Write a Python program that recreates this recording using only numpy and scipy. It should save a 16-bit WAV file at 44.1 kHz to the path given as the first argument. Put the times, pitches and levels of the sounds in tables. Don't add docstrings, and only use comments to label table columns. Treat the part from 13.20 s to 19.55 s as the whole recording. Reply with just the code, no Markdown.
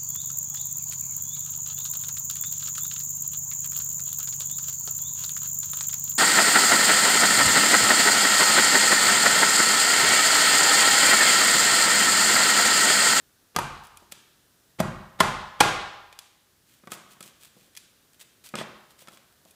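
import sys
import numpy as np
from scipy import signal
from scipy.fft import rfft, irfft
from scipy.io import wavfile

SR = 44100
rng = np.random.default_rng(int(sys.argv[2]) if len(sys.argv) > 2 else 0)


def waveform_to_disk(signal):
    frames = np.transpose(np.atleast_2d(signal))
    scaled = np.clip(frames, -1, 1) * 32767
    samples = np.round(scaled).astype(np.int16)
    wavfile.write(sys.argv[1], SR, samples)


N = 280035

TOP_HZ = 15500
T = np.arange(SR // 2) / SR
CLICK = signal.unit_impulse(len(T))
SNAP_ROOM_DB = -2.5


def undb(db):
    return 10 ** (np.asarray(db) / 20)


def along(hz, table, axis=1):
    table = np.array(table)
    return np.interp(np.log(np.maximum(hz, 1)), np.log(table[:, 0]), table[:, axis])


def colour(x, spectrum, tilt_db=0, size=2048):
    hz = np.maximum(np.fft.rfftfreq(size, 1 / SR), 20)
    gain_db = along(hz, spectrum) + tilt_db * np.log2(hz)
    cepstrum = irfft(np.log(undb(gain_db)))
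    cepstrum[1:size // 2] *= 2
    cepstrum[size // 2 + 1:] = 0
    impulse_response = irfft(np.exp(rfft(cepstrum)))
    return signal.fftconvolve(x, impulse_response)[:len(x)]


def level(x, db=0, seconds=.01):
    return x * undb(db) * np.sqrt(seconds * SR / np.sum(x ** 2))


def fade(t, t60):
    return np.exp(-np.log(1000) * t / t60)


def ring(modes, pitch=1):
    return sum(undb(db) * np.sin(2 * np.pi * hz * pitch * T) * fade(T, t60) for hz, db, t60 in modes)


def grains(seconds, spread_db, largest=5):
    sign = rng.standard_normal(len(T))
    size = np.minimum(rng.exponential(size=len(T)), largest)
    swell = np.sin(np.pi * np.minimum(T / max(seconds, 10 / SR), 1))
    return sign * undb(spread_db * size) * swell


def add(bus, s, near, far):
    start = int(s * SR)
    pair = np.array([near, far])[:, :N - start]
    bus[:, start:start + pair.shape[1]] += pair


def chops():
    # start_s, knock_db, thud_db, pitch_ratio, contact_cutoff_hz, bone_db, crunch_ms, cupboard_db
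    swings = [(0.3635, -22, -31.5, 1.16, 2340, -25, 1.07, -31.5),
              (1.6037, -19.5, -19, 0.6, 2130, -30.5, 6.7, -28.5),
              (2.0059, -9.5, -21, 1.0, 2000, -16.5, 8.9, -27),
              (2.408, -6.5, -26.5, 0.8, 6080, -10.5, 9.54, -29.5)]
    entry_lead_s, entry_s, entry_tilt_db = 0.019, .026, -5
    entry_under_thud_db = -18
    crunch_plain_db, crunch_tilt_per_db = -26.5, -0.14
    flesh, bone, board, cupboard = [], [], [], []
    for s, knock_db, thud_db, pitch, contact_hz, bone_db, crunch_ms, cupboard_db in swings:
        flesh.append((s - entry_lead_s, thud_db + entry_under_thud_db, entry_s))
        crunch_tilt_db = crunch_tilt_per_db * (bone_db - crunch_plain_db)
        bone.append((s - crunch_ms / 1000 / 2, bone_db, crunch_ms, crunch_tilt_db))
        board.append((s, knock_db, thud_db, pitch, contact_hz))
        cupboard.append((s, cupboard_db))
    entry = squelches(flesh, entry_tilt_db)
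    crunch = cracks(bone, room_db=-0.5)
    return entry + crunch + blows(board, room_db=-2) + booms(cupboard)


def blows(rows, room_db, slap_db=-10, slap_t60=.07, radiate_hz=140, push_hz=800,
          far_modes_db=-6.0, far_thud_db=0, lead_cycles=4):
    # pitch_hz, level_db, t60_s
    board_modes = [(402, -15.5, 0.12), (646.5, -8.5, 0.048), (1052.6, 1, 0.046), (1214, -12, 0.061),
                   (1392, -5.5, .035), (1755, -7, 0.037), (2025, -5.5, 0.028), (2650, -13, .03),
                   (3134, -12, 0.039)]
    # pitch_hz, level_db, t60_s
    worktop_modes = [(129.6, -12, 0.25), (173, -3.5, 0.052), (206, -0.5, 0.05), (347, -4.5, 0.032),
                     (550, -3, 0.036)]
    # frequency_hz, level_db
    slap_spectrum = [(30, -27), (150, -12), (450, -11.5), (650, -5.5), (880, -1), (1080, 0.5), (1450, -5),
                     (2100, -10), (4000, -17), (9000, -21.5)]
    bus = np.zeros((2, N))
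    for s, knock_db, thud_db, pitch, contact_hz in rows:
        contact = signal.butter(2, min(contact_hz, TOP_HZ), fs=SR)
        modes = signal.lfilter(*signal.butter(1, 300, "high", fs=SR), ring(board_modes, pitch))
        slap = colour(rng.standard_normal(len(T)) * fade(T, slap_t60), slap_spectrum)
        near = signal.lfilter(*contact, level(modes) + level(slap, slap_db))
        even = level(colour(CLICK, slap_spectrum))
        far = signal.lfilter(*contact, even + level(modes, far_modes_db))
        add(bus, s, level(near, knock_db), level(far, knock_db + room_db))
        thud_band = signal.butter(2, [radiate_hz, push_hz], "band", fs=SR)
        thud = level(signal.lfilter(*thud_band, ring(worktop_modes)), thud_db)
        add(bus, s - lead_cycles / contact_hz, thud, thud * undb(far_thud_db))
    return bus


def cracks(rows, room_db, scatter_t60=0.041, scatter_db=-3, blade_db=-7.5):
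    # frequency_hz, level_db
    bone_spectrum = [(30, -73), (200, -23), (900, -6), (2000, -3), (3400, 1.5), (5800, -2.5), (8200, -3),
                     (11500, -5.5), (15500, -17)]
    # pitch_hz, level_db, t60_s
    blade_modes = [(2462, -2, 0.041), (3412, 3.5, 0.027), (5080, -9.5, 0.016), (8286, 0.5, 0.013)]
    bus = np.zeros((2, N))
    for s, db, ms, tilt_db in rows:
        breaks = grains(ms / 1000, spread_db=2.5)
        scatter_envelope = signal.fftconvolve(abs(breaks), fade(T, scatter_t60))[:len(T)]
        scatter = rng.standard_normal(len(T)) * scatter_envelope
        bone = colour(level(breaks) + level(scatter, scatter_db), bone_spectrum, tilt_db)
        blade = signal.fftconvolve(breaks, ring(blade_modes))[:len(T)]
        near = level(bone) + level(blade, blade_db)
        far = colour(CLICK, bone_spectrum, tilt_db)
        add(bus, s, level(near, db), level(far, db + room_db))
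    return bus


def squelches(rows, tilt_db, room_db=-3):
    # frequency_hz, level_db
    wet_spectrum = [(30, -33.5), (200, -5), (900, -1), (1800, 0.5), (3200, 3.5), (5500, -3.5), (8200, -1.5),
                    (12000, -8), (15500, -7)]
    bus = np.zeros((2, N))
    for s, db, seconds in rows:
        swarm = grains(seconds, spread_db=5.5, largest=5)
        pops = level(colour(swarm, wet_spectrum, tilt_db), db, seconds)
        add(bus, s, pops, pops * undb(room_db))
    return bus


def booms(rows, room_db=0):
    # multiple_of_lowest_mode, level_db, t60_s
    panel_modes = [(1, -5.5, .45), (1.8, 3.5, .4), (2.95, 8, 0.29)]
    lowest_hz = 47.5
    bus = np.zeros((2, N))
    for s, db in rows:
        boom = level(ring(panel_modes, lowest_hz), db)
        add(bus, s, boom, boom * undb(room_db))
    return bus


def handling():
    # start_s, knock_db, thud_db, pitch_ratio, contact_cutoff_hz
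    knocks = [(0.3870, -20.5, -39, 0.9, 2090), (0.825, -57, -55.5, 0.55, 1190),
              (0.923, -50, -54.5, 0.54, 2500), (3.6376, -56, -52.5, 1.2, 2540),
              (3.674, -43, -44.5, 1.1, 2300), (3.72, -36, -45, 1.22, 2900), (3.9676, -58, -63, 1.05, 2510),
              (4.0079, -48.5, -48.5, 1.23, 2920), (4.371, -59, -56, 0.48, 903),
              (5.3402, -33, -34.5, 1.2, 2200), (5.3538, -44, -33.5, 0.71, 2470),
              (5.413, -34, -47, 0.613, 5000), (5.822, -57.5, -59, 0.496, 2007),
              (5.883, -46.5, -52, 1.27, 2980), (6.257, -57.5, -61, 0.63, 890)]
    # start_s, level_db, length_ms, tilt_db_per_octave
    snaps = [(0.3876, -32.5, 1.9, 3.5), (0.668, -52.5, 4, 4), (0.7715, -46.5, 1.8, 3), (0.921, -38, 3.7, 1),
             (2.9261, -47, 3.1, -3), (2.9895, -38, 1.64, 1.5), (3.6722, -51.5, 2.4, -2),
             (3.7172, -35.5, 4, 4), (4.0058, -44.5, 3.1, 2.5), (4.0274, -44, 0.65, 3), (4.55, -52, 4.7, 0),
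             (4.5654, -47, 2.7, 1.5), (4.5724, -40.5, 2.5, 3), (5.288, -49, 3.6, 6),
             (5.3538, -34, 2.8, -3.5), (5.356, -32, 80, -4.5), (5.3868, -34.5, 1.9, -6.5),
             (5.8736, -50.5, 0.58, -4), (5.883, -50, 4.9, -1), (5.972, -52.5, 2.9, -3),
             (6.3072, -54.5, 5.6, 8)]
    # start_s, level_db, length_s
    slides = [(0.632, -54.5, 0.035), (0.913, -46.5, 0.017), (3.437, -63.5, 0.18), (3.701, -44.5, 0.06),
              (3.886, -56.5, .07), (4.012, -54, 0.1), (4.195, -54, 0.098), (4.339, -64.5, 0.16),
              (4.992, -49.5, 0.044), (5.236, -49, 0.034), (5.258, -50.5, .03), (5.694, -59.5, 0.041),
              (5.777, -54.5, 0.07), (5.9, -59, 0.078), (6.254, -65.5, 0.063)]
    knocking = blows(knocks, room_db=-2.5, radiate_hz=191.6)
    return knocking + cracks(snaps, SNAP_ROOM_DB) + squelches(slides, tilt_db=2)


def fibres():
    from_s, to_s, per_s = 3.4, 6.33, 6
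    middle_db, spread_db, length_ms, tilt_db = -67, 9.5, 2, 2.5
    span = to_s - from_s
    ticks = []
    for when, size in rng.random((int(per_s * span), 2)):
        tick_db = middle_db + spread_db * (2 * size - 1)
        ticks.append((from_s + span * when, tick_db, length_ms, tilt_db))
    return cracks(ticks, SNAP_ROOM_DB)


def kitchen(x, first_s=0.006, build_s=0.027, count=18):
    # frequency_hz, level_db, t60_s
    reverberation = [(60.4, 4.5, 0.93), (203, -4.5, 0.55), (450, -1, .75), (920, -3.5, 0.92),
                     (1800, -0.5, 0.82), (4020, -4.5, 0.84), (7900, -6.5, 0.56), (14800, -14, 0.3)]
    t = np.arange(SR * 3 // 2) / SR
    hz = np.maximum(np.fft.rfftfreq(len(t), 1 / SR), 1)
    noise = rfft(rng.standard_normal(len(t)))
    onset = np.clip((t - first_s) / build_s, 0, 1) ** .5
    centres = np.geomspace(40, TOP_HZ, count)
    response = 0
    for centre, pick in zip(centres, np.eye(count)):
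        band = irfft(noise * np.interp(np.log(hz), np.log(centres), pick), len(t))
        envelope = onset * fade(t, along(centre, reverberation, axis=2))
        band_gain = undb(along(centre, reverberation))
        response = response + band_gain * band * envelope / np.linalg.norm(envelope)
    return signal.fftconvolve(x, response)[:N]


def background():
    # frequency_hz, level_db
    hiss_spectrum = [(20, -12.5), (45, -4), (130, -0.5), (400, -5.5), (900, -13), (1650, -9), (2200, -15.5),
                     (3800, -13), (7000, -14.5), (15000, -16)]
    noise = colour(rng.standard_normal(N), hiss_spectrum, size=8192)
    return level(noise, -62.5, N / SR)


def scene():
    direct, to_room = chops() + handling() + fibres()
    return (direct + kitchen(to_room) + background())[None]


def gain_control(x, threshold_db=-20, slope=0.13, recovery_db_per_s=17, react_hz=7):
    creep = recovery_db_per_s * np.arange(N) / SR
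    peak_db = 20 * np.log10(abs(x) + 1e-9)
    held_db = np.maximum.accumulate(peak_db + creep, axis=-1) - creep
    cut_db = slope * np.maximum(held_db - threshold_db, 0)
    lagged_cut_db = signal.lfilter(*signal.butter(1, react_hz, fs=SR), cut_db)
    return x * undb(-lagged_cut_db)


def record(dry, low_cut_hz=35):
    low_cut = signal.butter(3, low_cut_hz, "high", fs=SR, output="sos")
    x = gain_control(signal.sosfilt(low_cut, dry))
    ceiling = .9
    rounded = x / (1 + (x / ceiling) ** 4) ** (1 / 4)
    top_cut = signal.ellip(10, .2, 70, TOP_HZ, fs=SR, output="sos")
    return signal.sosfilt(top_cut, rounded)


dry = scene()
out = record(dry)
waveform_to_disk(out)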